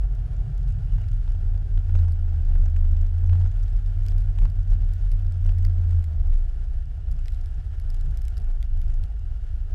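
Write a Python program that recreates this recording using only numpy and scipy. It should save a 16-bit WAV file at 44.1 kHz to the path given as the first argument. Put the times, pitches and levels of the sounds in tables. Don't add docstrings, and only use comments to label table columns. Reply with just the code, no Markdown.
import sys
import numpy as np
from scipy import signal
from scipy.fft import rfft, irfft, next_fast_len
from scipy.io import wavfile
from scipy.ndimage import map_coordinates

SR = 44100
rng = np.random.default_rng(int(sys.argv[2]) if len(sys.argv) > 2 else 0)


def transcribe(signal):
    frames = np.atleast_2d(signal).T
    limited = np.clip(frames, -1, 1)
    pcm = np.round(limited * 32767).astype(np.int16)
    wavfile.write(sys.argv[1], SR, pcm)


N = 429534

# (time [s], firing rate [Hz], relative level [dB])
FIRING = [(0.0, 119.4, -42), (0.16, 117.3, -39), (1.06, 101.1, -30), (1.3, 89, -41), (1.38, 85.9, -24.5),
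          (1.44, 85.5, -28.5), (1.57, 91.03, -29.5), (1.62, 91.8, -35.5), (1.68, 91.34, -29),
          (1.82, 87.37, -31), (2.01, 85.2, -14.5), (2.09, 83.34, -20.5), (2.2, 83.8, -30.5),
          (2.36, 78.87, -21), (2.44, 78.34, -27.5), (2.9, 78.3, -23), (3.14, 83.32, -25), (3.33, 86.5, -15),
          (3.5, 89.5, -23.5), (3.55, 93.4, -43), (3.58, 92.9, -31), (3.88, 91.8, -36.5), (3.9, 91.6, -26),
          (5.21, 91.04, -30), (5.34, 88.88, -24), (5.94, 86.1, -18.5), (5.99, 84.5, -17),
          (6.1, 79.1, -31.5), (6.26, 71.1, -24), (6.51, 62.63, -43.5), (6.59, 57.8, -30.5),
          (6.62, 56.6, -37), (6.7, 55.75, -31), (6.86, 59.0, -31), (7.19, 55.85, -32.5),
          (7.78, 53.1, -33.5), (7.92, 52.6, -36), (8.17, 56.73, -25.5), (8.24, 61.1, -28.5),
          (8.3, 60.18, -34.5), (8.41, 54.1, -31), (8.63, 50.21, -29.5), (8.65, 49.52, -45.5),
          (8.71, 50.3, -28.5), (8.79, 52.3, -32.5), (9.17, 51.3, -27), (9.25, 51.5, -39),
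          (9.33, 51.7, -33.5), (9.39, 52.5, -41), (9.55, 54.1, -26.5), (9.71, 56.6, -42), (9.74, 57.0, -21)]
# (multiple of the firing rate, level [dB])
HARMONICS = [(2, -70), (3, -74.5), (4, -75.5)]


def engine(unsteady_hz=.6, rough_db=1.15):
    firing_hz, boom_db = curves(FIRING)
    phase = cycles(firing_hz + unsteady_hz * wobble(14))
    boom = amp(boom_db - 0.67 + rough_db * wobble(25)) * np.sin(phase)
    overtones = sum(amp(db + 3 * wobble(6.7)) * np.sin(round(k) * phase) for k, db in HARMONICS)
    return np.sqrt(2) * (boom + overtones)


# (time [s], relative level [dB])
SHUDDER = [(0.0, -23.5), (0.08, -20), (0.27, -28.5), (0.41, -20.5), (0.49, -31.5), (0.54, -24), (0.97, -21),
           (1.03, -27), (1.19, -17), (1.25, -27), (1.33, -16.5), (1.41, -23), (1.57, -19.5), (1.65, -26),
           (1.79, -15.5), (1.87, -26), (1.98, -17.5), (2.17, -23.5), (2.63, -15), (2.96, -20),
           (3.06, -15.5), (3.2, -22.5), (3.61, -20.5), (3.66, -15), (3.72, -22), (3.79, -18), (3.85, -24.5),
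           (3.99, -22), (4.04, -23), (4.12, -17.5), (4.34, -24), (4.39, -14.5), (4.45, -14.5),
           (4.53, -27.5), (4.61, -16.5), (4.66, -26.5), (4.72, -15), (4.77, -16), (4.83, -25),
           (4.91, -15.5), (4.99, -32), (5.05, -17.5), (5.13, -18.5), (5.18, -22.5), (5.24, -18),
           (5.34, -28.5), (5.48, -16.5), (5.53, -17.5), (5.59, -24.5), (5.67, -17.5), (5.78, -23),
           (5.83, -30.5), (5.91, -17), (5.97, -22.5), (6.13, -36.5), (6.18, -25), (6.37, -17), (6.43, -21),
           (6.48, -28), (6.78, -25.5), (7.0, -39.5), (7.11, -23), (7.46, -27), (7.51, -31.5), (7.59, -27.5),
           (7.65, -39), (7.89, -24.5), (8.06, -23), (8.11, -30), (8.17, -27), (8.38, -35), (8.46, -22),
           (8.54, -22.5), (8.65, -31), (8.71, -22.5), (9.0, -23), (9.09, -37.5), (9.33, -24.5),
           (9.39, -35.5), (9.44, -23.5), (9.74, -22.5)]


def shudder(firings_per_turn=2.62, resonance_hz=28, sway_db=-8, unsteady_hz=1.1, rough_db=1):
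    shaft_hz = np.maximum(curves(FIRING)[0] / firings_per_turn, resonance_hz)
    shaft = np.sin(cycles(shaft_hz + unsteady_hz * wobble(16)))
    sway = amp(sway_db) * np.sin(cycles(resonance_hz + unsteady_hz * wobble(16)))
    level_db = curves(SHUDDER)[0] - 1.05 + rough_db * wobble(22)
    return np.sqrt(2) * amp(level_db) * (shaft + sway)


# (frequency [Hz], relative level [dB])
CHASSIS_SPECTRUM = [(20, -35.5), (38, -4), (50, 2.5), (68, -5.5), (76, -2), (86, -1.5), (95, -10.5),
                    (106, -11.5), (120, -28), (170, -61)]
# (frequency [Hz], relative level [dB])
PANEL_SPECTRUM = [(60, -34.5), (95, -5), (106, -1), (120, -4), (132, -4.5), (144, 3), (158, -13.5),
                  (180, -21.5), (230, -38.5), (400, -57)]
# (time [s], panels [dB], engine bay [dB], snow [dB])
RIDE = [(0.03, -42.5, -61, -68.5), (0.76, -35, -63.5, -68.5), (1.18, -45.5, -65.5, -67),
        (1.61, -42, -62.5, -69), (1.8, -50, -66.5, -69.5), (1.94, -37.5, -63, -66.5),
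        (2.18, -48.5, -64.5, -69.5), (2.45, -41.5, -62, -67), (3.17, -54.5, -65.5, -69.5),
        (3.28, -39.5, -64, -69), (3.47, -42.5, -62, -66), (3.69, -51.5, -66.5, -68.5),
        (3.82, -47.5, -66, -68), (4.19, -49.5, -64, -67.5), (4.44, -37.5, -63.5, -68),
        (4.6, -49, -65, -69.5), (4.79, -44, -64, -67.5), (4.97, -51.5, -66.5, -66.5),
        (5.14, -48, -65.5, -68), (5.54, -47, -64, -68), (5.99, -53, -64.5, -68), (6.16, -42.5, -64, -70.5),
        (6.37, -51.5, -65, -69), (6.8, -49, -67.5, -69.5), (7.15, -45.5, -64, -70.5),
        (7.26, -54, -68, -67.5), (7.47, -53, -67.5, -69.5), (7.58, -45, -66.5, -68),
        (7.74, -56.5, -67.5, -68.5), (8.09, -40.5, -63, -68), (8.28, -58, -67.5, -67.5),
        (8.44, -48, -62.5, -69), (8.55, -53.5, -67, -70.5), (9.03, -45.5, -65, -69),
        (9.11, -51.5, -66.5, -71), (9.57, -53, -68.5, -69), (9.68, -51, -66.5, -70.5)]


def rumble(chassis_db=-30, panel_gain_db=1.43):
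    chassis = amp(chassis_db) * noise(CHASSIS_SPECTRUM)
    panels = amp(curves(RIDE)[0] + panel_gain_db) * noise(PANEL_SPECTRUM)
    return chassis + panels


# (frequency [Hz], relative level [dB])
BUZZ_SPECTRUM = [(100, -10), (200, 8.5), (260, 3), (500, 1), (900, -2), (1500, -7.5), (3000, -16),
                 (7000, -25.5), (11000, -32.5), (15000, -44)]
# (time [s], relative peak level [dB])
KNOCKS = [(0.872, -45.5), (0.982, -42), (1.277, -41.5), (1.347, -44.5), (1.576, -44), (1.775, -38),
          (1.895, -43), (1.952, -34.5), (1.988, -39.5), (2.029, -43.5), (2.047, -40), (2.083, -38),
          (2.281, -40), (2.556, -37), (2.66, -39), (2.763, -40), (2.967, -42), (3.294, -35.5), (3.331, -37),
          (3.353, -37), (3.411, -39), (3.461, -37.5), (4.12, -39), (4.386, -38), (4.42, -38), (4.453, -35),
          (5.457, -38.5), (5.491, -36.5), (5.923, -46), (6.328, -43.5)]
# (frequency [Hz], relative level [dB])
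KNOCK_SPECTRUM = [(100, -6), (205, 10), (300, 6), (550, 2), (900, 2.5), (1150, -4), (1500, -2),
                  (2000, -8.5), (3000, -9.5), (4200, -17.5), (7000, -22.5), (11000, -33.5), (15000, -44.5)]


def mount(vibration, play=.19, buzz_db=-53.5, flutter_db=3, knock_gain_db=1.04):
    contact = np.tanh(np.maximum(np.abs(vibration) - play, 0) / 0.072)
    buzz = amp(buzz_db + flutter_db * wobble(120)) * contact * noise(BUZZ_SPECTRUM)
    knocks = contacts(KNOCKS, KNOCK_SPECTRUM, t60=0.014, colour_db=1.56)
    return buzz + amp(knock_gain_db) * knocks


# (frequency [Hz], relative level [dB])
WHIRR_SPECTRUM = [(120, -7), (200, 2.5), (300, 2.5), (360, 0.5), (398, 6), (440, -0.5), (570, -3),
                  (660, 1.5), (730, 3), (780, -3.5), (820, 1.5), (890, -10), (1200, -12), (2500, -24)]
# (frequency [Hz], relative level [dB])
SNOW_SPECTRUM = [(600, -10), (1200, 0), (1400, 11.5), (1530, 6.5), (1680, 8), (2000, 0), (2500, -1),
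                 (2850, 1.5), (4200, -5.5), (5000, -4.5), (6000, -8.5), (10000, -13), (11500, -15.5),
                 (13500, -24.5)]


def churn(whirr_gain_db=6, hiss_gain_db=4.0, lumps_db=1.5, grain_db=1.5):
    _, bay_db, snow_db = curves(RIDE)
    swell_db = lumps_db * wobble(30)
    whirr = amp(bay_db + whirr_gain_db + swell_db) * noise(WHIRR_SPECTRUM)
    hiss_db = snow_db + hiss_gain_db + .6 * swell_db + grain_db * wobble(400)
    return whirr + amp(hiss_db) * noise(SNOW_SPECTRUM)


# (time [s], relative peak level [dB], offset for the hollow knock [dB])
CRUMB_HITS = [(0.1509, -50, -9.5), (0.5786, -49, -14), (1.0853, -47, -5), (2.1217, -46.5, -17),
              (3.6804, -49, -5), (3.8611, -45.5, -9.5), (4.0637, -37, -21), (4.0838, -36.5, -16.5),
              (4.1815, -42, -9), (4.4999, -47.5, -11), (4.9354, -41.5, -14), (5.116, -39.5, -17.5),
              (5.3218, -45.5, -14), (5.4637, -45.5, -6), (5.5834, -43, -10.5), (5.6496, -33.5, -8),
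              (6.0405, -40.5, -11), (7.1132, -42, -20), (7.2573, -44, -9.5), (7.2813, -39.5, -5),
              (7.3209, -44.5, -13.5), (7.3452, -46, -16.5), (7.4121, -48, -14), (7.4583, -45.5, -12),
              (7.7982, -45, -6.5), (7.9019, -39, -24), (7.9438, -41, -19), (8.0102, -42.5, -17),
              (8.1723, -38.5, -23.5), (8.2177, -42.5, -11), (8.2516, -42.5, -13), (8.2811, -38, -11.5),
              (8.3695, -39.5, -11), (8.3785, -39.5, -14.5), (8.6268, -39.5, -8.5), (8.774, -49, -13.5),
              (8.8154, -45.5, -7.5), (9.0374, -43, -15.5)]
# (frequency [Hz], relative level [dB])
CRUMB_SPECTRUM = [(1200, -18), (2000, -7), (3200, -3), (5000, 2.5), (6200, -5), (8000, -3.5), (10000, -9.5),
                  (11700, -2), (13000, -17), (15500, -24)]
# (frequency [Hz], relative level [dB])
CASE_SPECTRUM = [(700, -21.5), (1300, -6), (1800, 3.5), (3000, -7.5), (4500, -13)]


def crumbs(crack_gain_db=0.6, hollow_gain_db=2.5, chip_gain_db=-13.5, scatter_s=.025, chips_per_hit=2):
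    times, peak_db, offset_db = np.transpose(CRUMB_HITS)
    cracks = contacts(zip(times, peak_db + crack_gain_db), CRUMB_SPECTRUM, t60=0.0051, colour_db=2.0)
    hollow_db = peak_db + offset_db + hollow_gain_db
    hollow = contacts(zip(times, hollow_db), CASE_SPECTRUM, t60=0.016, colour_db=0.0)
    delay, size = rng.standard_normal((2, chips_per_hit * len(times)))
    chip_times = np.repeat(times, chips_per_hit) + scatter_s * np.abs(delay)
    chip_db = np.repeat(peak_db, chips_per_hit) + chip_gain_db + 2.2 * size
    chips = contacts(zip(chip_times, chip_db), CRUMB_SPECTRUM, t60=.007, colour_db=3.5)
    return cracks + hollow + chips


# (frequency [Hz], relative level [dB])
CRACKLE_SPECTRUM = [(500, -13.5), (1500, 0.5), (2800, 0), (4000, -6.5), (5000, -2.5), (7000, -4.5),
                    (9000, -10.5), (11500, -15.5), (14000, -27.5)]


def crackle(vibration, peak_db=-51, spread_db=2.5, count=230):
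    energy = np.cumsum(vibration ** 2)
    times = np.searchsorted(energy, energy[-1] * rng.random(count)) / SR
    click_db = peak_db + spread_db * np.clip(rng.standard_normal(count), -2, 2)
    return contacts(zip(times, click_db), CRACKLE_SPECTRUM, t60=.005, colour_db=4.5)


# (time [s], level [dB])
SQUEAK = [(.8, -89.5), (.88, -71), (.96, -63), (1.02, -73), (1.1, -89.5), (6.6, -88), (7.1, -79),
          (9.4, -77), (9.7, -84)]


def squeak(pitch_hz=2850, waver_hz=110, flutter_db=4):
    tone = np.sin(cycles(pitch_hz + waver_hz * wobble(500)))
    return amp(curves(SQUEAK)[0] + flutter_db * wobble(70)) * tone


def crack(spectrum, t60, colour_db):
    t = np.arange(1024) / SR
    hz = np.fft.rfftfreq(len(t), 1 / SR)
    spot = np.interp(hz, np.linspace(0, SR / 2, num=28), rng.standard_normal(size=28))
    burst = rng.standard_normal(len(t)) * amp(-60 * t / t60)
    burst = np.roll(burst, SR // 1000)
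    burst = irfft(rfft(burst) * gain_at(spectrum, hz) * amp(colour_db * spot))
    return burst / np.abs(burst).max()


def contacts(rows, spectrum, t60, colour_db):
    out = np.zeros(N + SR)
    for time, db in rows:
        hit = amp(db) * crack(spectrum, t60, colour_db)
        out[round(time * SR):][:len(hit)] += hit
    return out[:N]


def noise(spectrum):
    size = next_fast_len(N + SR // 2)
    gain = gain_at(spectrum, np.fft.rfftfreq(size, 1 / SR))
    coloured = irfft(rfft(rng.standard_normal(N), size) * gain, size)[:N]
    return coloured / np.sqrt(np.mean(coloured ** 2) + 1e-20)


def gain_at(spectrum, hz):
    points_hz, db = np.transpose(spectrum)
    log_hz = np.log(np.r_[points_hz[0] / 2, points_hz, points_hz[-1] * 2])
    return amp(np.interp(np.log(hz + 1), log_hz, np.r_[-120, db, -120]))


def curves(rows):
    times, *columns = np.transpose(rows)
    return [np.interp(np.arange(N) / SR, times, column) for column in columns]


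def wobble(rate):
    return map_coordinates(rng.standard_normal(int(N * rate / SR) + 4), [np.arange(N) * rate / SR])


def cycles(hz):
    return 2 * np.pi * np.cumsum(hz) / SR


def amp(db):
    return 10 ** (np.asarray(db) / 20)


def scene():
    vibration = engine() + shudder() + rumble()
    return (vibration + mount(vibration) + crackle(vibration) + churn() + squeak() + crumbs())[None]


def record(dry, cutoff_hz=15700):
    return signal.sosfilt(signal.ellip(10, .1, 90, cutoff_hz, fs=SR, output="sos"), dry)


dry = scene()
out = record(dry)
transcribe(out)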